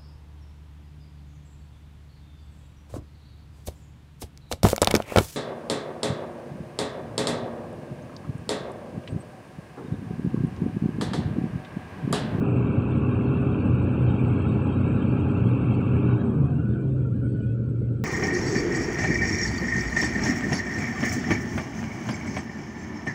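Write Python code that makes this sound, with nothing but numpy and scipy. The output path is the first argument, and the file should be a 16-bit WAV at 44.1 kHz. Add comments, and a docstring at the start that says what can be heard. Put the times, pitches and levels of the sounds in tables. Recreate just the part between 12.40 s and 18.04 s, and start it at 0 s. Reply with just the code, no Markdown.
"""Two diesel dump trucks on an earthwork site, heard from across the cut.
From the start one holds high revs to lift its bed, its pump whining amid faint high ticks, while the
other rolls away with a booming exhaust. Insects pulse faintly in the trees. Wheels thud into ruts and
steel squeaks on steel. At 3.6 s brake shoes begin to drag with a thin squeal; just after, the tipping
truck's throttle closes and it drops towards idle, its gear whine falling through the body's resonances."""
import sys
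import numpy as np
from scipy import signal
from scipy.fft import rfft, irfft, next_fast_len
from scipy.io import wavfile
from scipy.ndimage import map_coordinates

SR = 44100
rng = np.random.default_rng(int(sys.argv[2]) if len(sys.argv) > 2 else 0)


def to_wav(sig):
    """Store sig (one row per channel, or 1-D mono) as 16-bit WAV at the path in sys.argv[1].

    Samples outside -1..1 are clipped; the rate is SR.
    """
    pcm = np.clip(np.atleast_2d(sig), -1, 1) * 32767
    pcm = np.round(pcm).astype(np.int16)
    wavfile.write(sys.argv[1], SR, pcm.T)  # frames by channels


N = 248724
T = np.arange(N) / SR
THROTTLE_OFF_S, CLOSING_S, COAST_S = 3.72, 0.072, 0.08

# Engine run-down: time_s, cycle_hz
REVS = [(3.79, 15.417), (3.9, 14.68), (4.01, 14.08), (4.13, 13.6), (4.31, 12.9), (4.5, 12.2), (4.9, 11.1),
        (5.2, 10.5), (5.64, 10.2)]
def tipping_truck():
    """One crankshaft drives engine, pump and gears; off throttle they slow and the truck quietens."""
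    cycle_hz, = curves(REVS)
    cycles = np.cumsum(cycle_hz) / SR
    slowed = (cycle_hz[0] - cycle_hz) / np.ptp(cycle_hz)  # 0 lifting, 1 near idle
    knock_drop_db = -8 * ramp(THROTTLE_OFF_S, CLOSING_S) - 18.5 * slowed
    lope = undb(1.6 * slowed * np.sin(2 * np.pi * cycles))
    engine = (engine_tones(cycles, slowed, knock_drop_db)
              + lope * exhaust_roar(cycles, slowed)
              + lope * engine_block(cycles)
              + combustion_knock(cycles, knock_drop_db))
    return engine + hydraulic_pump(cycles) + gear_whine(cycles, cycle_hz) + high_ticks(slowed)


# Engine harmonics: cycle_multiple, level_db
HARMONICS = [(6, -32), (8, -34.5), (12, -37.5), (14, -36.5), (16, -32.5), (19, -43.5), (20, -38),
             (22, -45.5), (23, -50.5), (25, -48), (27, -50.5), (29, -52.5), (30, -48), (33, -49.5),
             (35, -52.5), (48, -60), (52, -59), (54, -54), (64, -59), (72, -57.5), (75, -58), (84, -60),
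             (88, -57.5), (162, -64), (171, -62), (174, -57.5)]
def engine_tones(cycles, slowed, knock_drop_db):
    """Harmonics of the cycle rate fade with the revs; the high ones also die with the knock."""
    shift_db = -1.5 - 22 * slowed
    return sum(tone(order * cycles, db + shift_db + knock_drop_db * min((order / 50) ** 2, 1))
               for order, db in HARMONICS)


# Exhaust spectrum: freq_hz, gain_db
ROAR_SPECTRUM = [(100, -21.5), (160, 1.5), (220, -3), (260, -1.5), (300, -0.5), (345, -10), (450, -13),
                 (560, -15), (680, -34.5), (900, -38), (1500, -55), (5000, -100)]
def exhaust_roar(cycles, slowed):
    """Uneven firings pulse through the exhaust, softer as the revs fall."""
    pulses = clatter(cycles, repeat=0.18) * firings(cycles, decay=1.6, scatter_db=1.5, lumpy_db=1)
    return colour(pulses, ROAR_SPECTRUM) * undb(-28 - 10 * slowed)


# Block spectrum: freq_hz, gain_db
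BLOCK_SPECTRUM = [(400, -21), (620, 3.5), (820, 2.5), (900, 1), (1100, 1), (1400, 0), (1620, -4),
                  (1850, -19), (2300, -37.5), (6000, -85)]
def engine_block(cycles, settle_s=1.28):
    """Near-even firings rattle the block, which settles once the crankshaft slows."""
    pulses = clatter(cycles, repeat=0.32) * firings(cycles, decay=5.2, scatter_db=0, lumpy_db=-0.1)
    return colour(pulses, BLOCK_SPECTRUM) * undb(-42 - 30.5 * ramp(THROTTLE_OFF_S + COAST_S, settle_s))


CYLINDERS_DB, KNOCK_DECAY_STROKES = [7, -2, 4, 3, 5, -4], 0.12
# Cylinder head spectrum: freq_hz, gain_db
KNOCK_SPECTRUM = [(1200, -38), (2020, -18), (2300, 0.5), (2700, 0.5), (3000, -12), (3400, -19.5),
                  (4200, -28.5), (9000, -68.5)]
def combustion_knock(cycles, drop_db, scatter_db=2.5):
    """A sharp blow from each cylinder in turn stands out of the head's constant ringing."""
    ringing = clatter(cycles, repeat=0.3)
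    strokes = 6 * cycles
    firing = strokes.astype(int)
    blow_db = np.array(CYLINDERS_DB)[firing % 6] + scatter_db * rng.standard_normal(4096)[firing]
    blows = unit(1 + undb(blow_db) * np.exp(-(strokes % 1) / KNOCK_DECAY_STROKES))
    return colour(ringing * blows, KNOCK_SPECTRUM) * undb(-50 + drop_db)


def hydraulic_pump(cycles, order=26, beat_hz=1.065, beat_peak_s=1.88, fade_db_per_s=40.5):
    """The pump's whine swells about once a second and fades when the throttle closes."""
    beat = np.abs(1 + 0.3 * np.exp(2j * np.pi * beat_hz * (T - beat_peak_s)))
    level_db = -38.5 - fade_db_per_s * np.maximum(T - THROTTLE_OFF_S, 0)
    return beat * tone(order * cycles, level_db, fading_db=1.86)


# Gear tones: cycle_multiple, resonance_hz, level_db
GEAR_TONES = [(10, 140, -26), (11, 152, -27.5), (14, 210, -29), (16, 241, -32), (16, 208, -32),
              (17, 228, -31), (20, 280, -37.5), (24, 295, -38), (26, 384, -33), (26, 286, -37.5),
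              (27, 340, -37.5), (32, 460, -39.5), (32, 390, -40.5), (36, 460, -44.5), (36, 400, -44),
              (52, 714, -49.5), (54, 678, -54), (52, 540, -54)]
def gear_whine(cycles, cycle_hz, shudder_hz=9, relative_width=0.034, attack_s=0.029):
    """On the overrun each rough gear tone stands out while it falls through a body resonance."""
    out = 0
    for order, hz, db in GEAR_TONES:
        shudder = np.cumsum(shudder_hz * drift(90)) / SR
        gear = tone(order * cycles + shudder, db, fading_db=-0.2) * unit(undb(2.5 * drift(70)))
        resonance = np.exp(-((order * cycle_hz / hz - 1) / relative_width) ** 2)
        out += gear * resonance
    return out * ramp(THROTTLE_OFF_S + COAST_S, attack_s)


# Tick pitches: ring_hz, level_db
TICK_RINGS = [(3050, -73.5), (3160, -70.5), (3240, -70.5), (3500, -76.5), (3700, -79), (3800, -80),
              (4200, -83.5), (4430, -82)]
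def high_ticks(slowed, ticks_per_s=36, ring_s=0.0052, peak_s=2.3, fade_db_per_s=2.5):
    """Faint, quick, random ringing ticks at 3-4.5 kHz swell, then fade, further as the revs fall."""
    t = T[:SR // 10]
    out = 0
    for hz, db in TICK_RINGS:
        ticks = (rng.random(N) < ticks_per_s / SR) * undb(3 * noise())
        ring = t * np.exp(-t / ring_s) * np.sin(2 * np.pi * hz * t)
        out += undb(db) * unit(signal.fftconvolve(ticks, ring)[:N])
    return out * undb(3 - fade_db_per_s * np.abs(T - peak_s) - 14.5 * slowed)


# Rolling truck's engine: time_s, boom_hz, rumble_db, boom_db
DRIVE = [(0, 123.4, -26.5, -32), (.4, 119.6, -30, -34), (.62, 130.8, -26.5, -26.5), (.78, 115, -26.5, -27),
         (.9, 133.1, -30, -35), (1.1, 123, -26, -31), (1.35, 119.8, -25, -31), (1.6, 126.1, -25.5, -31.5),
         (1.95, 118.6, -27.5, -33.5), (2.25, 122, -28.5, -33.5), (2.5, 127, -25.5, -31),
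         (3.1, 119, -27.5, -28), (3.5, 119.3, -24, -33), (3.66, 127.6, -23, -27.5),
         (3.75, 115.4, -32, -32.5), (4.05, 131.9, -28, -33.5), (4.18, 120.9, -27.5, -38),
         (4.3, 117, -27.5, -25), (4.4, 131.6, -34, -29), (4.48, 130.5, -30.5, -23.5),
         (4.7, 124.5, -27, -25.5), (4.95, 116.1, -28.5, -29.5), (5.3, 117.1, -28.5, -28.5),
         (5.64, 119, -29.5, -26.5)]
def rolling_truck(wander_hz=1.2, boom_order=10):
    """An engine at wandering revs drives the exhaust boom and the chassis rumble."""
    boom_hz, rumble_db, boom_db = curves(DRIVE)
    waves = np.cumsum(boom_hz + wander_hz * drift(11)) / SR
    cycles = waves / boom_order
    return exhaust_boom(waves, cycles, boom_db) + chassis_rumble(cycles) * undb(rumble_db)


# Exhaust throbs: peak_s, half_length_s, level_db
THROBS = [(0.121, 0.032, -23.5), (0.194, 0.02, -20.5), (.385, 0.012, -16.5), (.775, 0.017, -23),
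          (0.897, .02, -20), (1.073, 0.01, -17.5), (1.133, 0.011, -23), (1.34, 0.022, -21),
          (1.64, 0.028, -18), (1.692, .022, -19), (1.844, 0.02, -23.5), (1.934, .018, -24),
          (2.725, 0.031, -20.5), (3.066, .018, -19), (3.133, .02, -22.5), (3.296, 0.021, -18),
          (3.367, 0.014, -25.5), (3.545, 0.021, -22.5), (3.676, .02, -25.5), (3.741, 0.028, -18.5),
          (4.008, 0.02, -21.5), (4.06, .018, -20.5), (4.61, 0.027, -27), (5.49, .02, -27.5)]
def exhaust_boom(waves, cycles, level_db):
    """The boom throbs now and then; the next lower engine order beats with it once a cycle."""
    steady = undb(level_db + drift(22))
    throbs = sum(undb(db) * bump(peak_s, half_s) for peak_s, half_s, db in THROBS)
    boom = np.hypot(steady, throbs) * np.sin(2 * np.pi * waves)
    lower_order = 0.3 * steady * np.sin(2 * np.pi * (waves - cycles))
    return np.sqrt(2) * (boom + lower_order)


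# Chassis spectrum: freq_hz, gain_db
RUMBLE_SPECTRUM = [(20, -25), (42, -30), (54, -8), (68, -1), (85, 2.5), (110, 3.5), (135, 4.5), (160, -0.5),
                   (178, -11.5), (215, 2.5), (255, -10), (300, -8), (345, -14), (440, -14.5), (600, -30.5),
                   (1000, -56.5), (4000, -110)]
def chassis_rumble(cycles):
    """Uneven firings shake the chassis."""
    pulses = clatter(cycles, repeat=0.24) * firings(cycles, decay=0.64, scatter_db=1, lumpy_db=-0.5)
    return colour(pulses, RUMBLE_SPECTRUM)


# Chassis thuds: peak_s, pitch_hz, level_db
JOLTS = [(1.31, 85.7, -21), (1.41, 84, -30), (1.7, 83.7, -24), (2.08, 86, -29), (2.96, 81.2, -29),
         (3.55, 92, -24), (3.665, 85, -25.5)]
def rut_jolts(half_s=0.014):
    """Wheels drop into ruts: low thuds, blurred by distance."""
    return sum(tone(hz * T, db, fading_db=-3.9) * bump(peak_s, half_s) for peak_s, hz, db in JOLTS)


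# Drum rub spectrum: freq_hz, gain_db
DRUM_SPECTRUM = [(800, -49.5), (1200, -13), (1370, 18.5), (1500, 7), (1620, -4), (1850, -29), (2200, -10),
                 (2480, -18), (2750, -23), (3500, -21.5), (8000, -70.5)]
# Shoe drags: start_s, length_s, rub_db, squeal_over_rub_db
DRAGS = [(3.6, 0.19, -61, 6), (4.178, 0.25, -56.5, 4.5), (4.553, 0.11, -57.5, -13), (4.807, 0.077, -61, 4),
         (4.94, 0.16, -68, 15), (5.133, 0.096, -57, -8), (5.27, 0.13, -59.5, -9), (5.44, 0.22, -64, -9.5)]
def brakes(squeal_hz=1473, groan_hz=1407, attack_s=0.012, release_s=0.069):
    """Dragging shoes rub the drum, which groans unsteadily and at times squeals, with a weak octave."""
    phase = 2 * np.pi * np.cumsum(squeal_hz + 14 * drift(140)) / SR
    squeal = unit((np.sin(phase) + undb(-26.5) * np.sin(2 * phase)) * undb(2 * drift(41)))
    groan_waves = np.cumsum(groan_hz + 53.3 * drift(9.3) + 30 * drift(250)) / SR
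    groan = tone(groan_waves, db=-6) * unit(undb(2.5 * drift(90)))
    rub = colour(noise(), DRUM_SPECTRUM) * undb(2 * drift(40))
    out = 0
    for start_s, length_s, db, squeal_db in DRAGS:
        pressure = gate(start_s, length_s, attack_s, release_s)
        out += pressure * undb(db) * (rub + groan + undb(squeal_db) * squeal)
    return out


# Body and spring squeaks: peak_s, half_length_s, pitch_hz, glide_hz_per_s, level_db
SQUEAKS = [(2.0, 0.044, 4140, 5, -69), (2.034, 0.053, 3230, 3, -58.5), (2.095, .04, 3730, 1, -63),
           (2.351, 0.033, 3780, -3, -67), (2.583, .04, 3859, -6.5, -66), (2.62, 0.034, 3566, -0.5, -65),
           (2.7, 0.021, 4450, 0, -73), (2.779, 0.015, 4500, 0, -76), (3.72, 0.021, 3800, 2, -62.5),
           (3.808, 0.02, 3807, 0, -65), (3.81, 0.024, 3220, -5, -63), (3.9, .03, 3760, -5, -77),
           (4.05, 0.028, 1130, 1204, -51), (4.079, 0.039, 2526, 1204, -59), (4.2, 0.044, 2764, 7, -60.5),
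           (4.322, 0.037, 3548, -4, -68.5), (4.327, 0.036, 1634, 3, -59), (4.426, 0.038, 2390, 1, -64.5),
           (4.519, 0.029, 3573, 0.5, -71), (4.543, 0.026, 556, 5, -45), (4.668, 0.031, 908, 0.5, -59),
           (4.73, 0.016, 1387, 8002, -54.5), (4.784, 0.043, 1636, -4, -62.5),
           (4.856, .025, 2250, -1500, -67.5), (4.86, 0.017, 587.7, 0.5, -52.5),
           (4.925, 0.048, 4420, 2, -76), (4.989, 0.028, 640, 1, -53), (5.012, .018, 2960, -3, -68),
           (5.041, 0.022, 2440, 798, -60), (5.099, 0.042, 3320, 8, -71.5), (5.109, 0.021, 2560, 2500, -63),
           (5.215, .035, 560, -2, -51), (5.277, .02, 1080, 0, -61), (5.335, .025, 575, -1, -53),
           (5.452, 0.027, 2110, -2, -67.5)]
def steel_squeaks(wobble_hz=28):
    """Steel slips on steel: a rough, narrow ring that swells, slides and stops."""
    wobble = np.cumsum(wobble_hz * drift(250)) / SR
    grain = np.sqrt(2) * unit(undb(2.5 * drift(120)))
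    out = 0
    for peak_s, half_s, hz, glide, db in SQUEAKS:
        waves = hz * T + glide * (T - peak_s) ** 2 / 2 + wobble
        out += undb(db) * bump(peak_s, half_s) * np.sin(2 * np.pi * waves)
    return grain * out


# Insect hiss spectrum: freq_hz, gain_db
INSECT_SPECTRUM = [(5500, -47), (6300, -10.5), (6550, -1.5), (7000, -4.5), (7450, -7), (7750, 7),
                   (8100, -2.5), (8300, 4), (8600, -3.5), (9000, -16.5), (9600, -42.5)]
def insect_hiss(peak_s=3.2, rise_db_per_s=0.35, fade_db_per_s=3, throb_hz=10.8):
    """A high, speckled insect hiss throbs quickly as it slowly swells and fades."""
    level_db = -75 - np.maximum(rise_db_per_s * (peak_s - T), fade_db_per_s * (T - peak_s))
    throb_db = 1.2 * np.sin(2 * np.pi * np.cumsum(throb_hz + 1.2 * drift(2.8)) / SR)
    speckled_hiss = blips(6100, 9100, count=4000) + 0.8 * noise()
    return colour(speckled_hiss, INSECT_SPECTRUM) * undb(level_db + throb_db)


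# Trills: start_s, length_s, pitch_hz, level_db
TRILLS = [(0, .55, 10780, -92), (1.71, .86, 7843, -76.5), (4.82, 0.11, 8450, -77.5)]
def insect_trills(spread_hz=90, edge_s=0.03):
    """Nearer insects trill now and then, each around one pitch."""
    return sum(undb(db) * gate(start_s, length_s, edge_s, edge_s)
               * blips(hz - spread_hz, hz + spread_hz, count=400)
               for start_s, length_s, hz, db in TRILLS)


# Site spectrum: freq_hz, gain_db
SITE_SPECTRUM = [(100, -1), (550, -4.5), (950, -12), (1400, 5), (1900, -8.5), (2450, -9.5), (3200, -13),
                 (4400, -17), (5000, -24.5), (9000, -62)]
def distant_machinery():
    """Far machines merge into a wavering wash."""
    return colour(noise(), SITE_SPECTRUM) * undb(-64.5 + 1.3 * drift(20))


# Hiss spectrum: freq_hz, gain_db
HISS_SPECTRUM = [(100, 15.5), (1000, 3), (2000, -19.5), (4000, -8.5), (6000, -12), (9500, -21),
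                 (15000, -26)]
def steady_hiss():
    """A smooth, steady hiss."""
    return colour(noise(), HISS_SPECTRUM) * undb(-68.5)


# Flicker depth: freq_hz, spread_db
FLICKER_DEPTH = [(400, 0), (700, 2.5), (1400, 2), (1900, 5.5), (2600, 1.5), (3400, 4.5), (4400, 3.5),
                 (5500, 1.5), (7000, 5), (8200, 7)]
def flicker(x, rate_hz=30, patch_hz=108.64):
    """Narrow patches of the spectrum swell and fade on their own, mostly in the treble."""
    frames = dict(fs=SR, nperseg=1024, noverlap=768)
    hz, t, spectrum = signal.stft(x, boundary="odd", **frames)
    grid = np.meshgrid(hz / patch_hz, t * rate_hz, indexing="ij")
    patches = unit(map_coordinates(rng.standard_normal((400, 200)), grid, order=3, mode="wrap"))
    spread_db = np.interp(hz, *np.transpose(FLICKER_DEPTH))[:, None]
    gain = undb(spread_db * patches - spread_db ** 2 * np.log(10) / 20)  # keeps the mean power
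    return signal.istft(spectrum * gain, **frames)[1][:N]


def firings(cycles, decay, scatter_db, lumpy_db):
    """Six cylinders fire in turn, one side louder; each blow dies away over `decay` strokes."""
    strokes = 6 * cycles
    firing = strokes.astype(int)
    blow_db = scatter_db * rng.standard_normal(4096)[firing] + lumpy_db * np.cos(2 * np.pi * firing / 6)
    return unit(undb(blow_db) * np.exp(-(strokes % 1) / decay))


def clatter(cycles, repeat, size=2048):
    """Rattle whose power share `repeat` comes back alike on every engine cycle."""
    pattern = unit(irfft(np.exp(2j * np.pi * rng.random(size // 2 + 1))))
    alike = map_coordinates(pattern, [cycles % 1 * size], order=3, mode="wrap")
    return np.sqrt(repeat) * alike + np.sqrt(1 - repeat) * noise()


def blips(low_hz, high_hz, count, mean_half_s=0.0078):
    """Tiny tone bursts at random moments and pitches; rms 1."""
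    t = T[:SR // 10]
    out = np.zeros(N + len(t))
    for (when, pitch, length), db in zip(rng.random((count, 3)), 3 * rng.standard_normal(count)):
        start = int(when * N)
        hz = low_hz + (high_hz - low_hz) * pitch
        shape = np.exp(-((t - t.mean()) / (mean_half_s * (0.5 + length))) ** 2)
        out[start:start + len(t)] += undb(db) * shape * np.sin(2 * np.pi * hz * t)
    return unit(out[len(t) // 2:][:N])


def tone(waves, db, fading_db=1.5):
    """A sine that swells and fades in moving air."""
    return undb(db + fading_db * drift(3.655)) * np.sqrt(2) * np.sin(2 * np.pi * (waves + rng.random()))


def colour(x, response):
    """Filter by (freq_hz, gain_db) points; rms 1."""
    hz, db = np.transpose(response)
    size = next_fast_len(N + SR // 4)
    bins_hz = np.maximum(np.arange(size // 2 + 1) * SR / size, 1)
    gain = undb(np.interp(np.log(bins_hz), np.log(hz), db))
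    return unit(irfft(rfft(x, size) * gain, size)[:N])


def drift(rate_hz):
    """Smooth random drift; rms 1."""
    coarse_s = T[::32]
    path = map_coordinates(rng.standard_normal(2048), [coarse_s * rate_hz], order=3, mode="wrap")
    return unit(np.interp(T, coarse_s, path))


def curves(table):
    """The columns of a time table, one value a sample."""
    time_s, *columns = np.transpose(table)
    return [np.interp(T, time_s, column) for column in columns]


def ramp(start_s, length_s):
    """Linear rise from 0 to 1, then hold."""
    return np.clip((T - start_s) / length_s, 0, 1)


def gate(start_s, length_s, attack_s, release_s):
    """Rise, hold, fall."""
    return ramp(start_s, attack_s) * (1 - ramp(start_s + length_s, release_s))


def bump(peak_s, half_s):
    """Bell-shaped envelope."""
    return np.exp(-((T - peak_s) / half_s) ** 2)


def noise():
    """White noise."""
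    return rng.standard_normal(N)


def undb(db):
    """Decibels to gain."""
    return 10 ** (np.asarray(db) / 20)


def unit(x):
    """Scale to rms 1."""
    return x / np.sqrt(np.mean(x ** 2))


def scene():
    """Both trucks and the insects over the wash of the open site; mono."""
    site, hiss = distant_machinery(), steady_hiss()
    machines = flicker(tipping_truck() + rolling_truck() + rut_jolts() + brakes() + site)
    return (machines + steel_squeaks() + insect_hiss() + insect_trills() + hiss)[None]


def record(dry, fade_in_s=0.008, cutoff_hz=15460):
    """A brief fade-in and a steep low-pass."""
    lowpass = signal.ellip(8, 0.2, 70, cutoff_hz, fs=SR, output="sos")
    return signal.sosfilt(lowpass, dry * ramp(0, fade_in_s))


dry = scene()
out = record(dry)
to_wav(out)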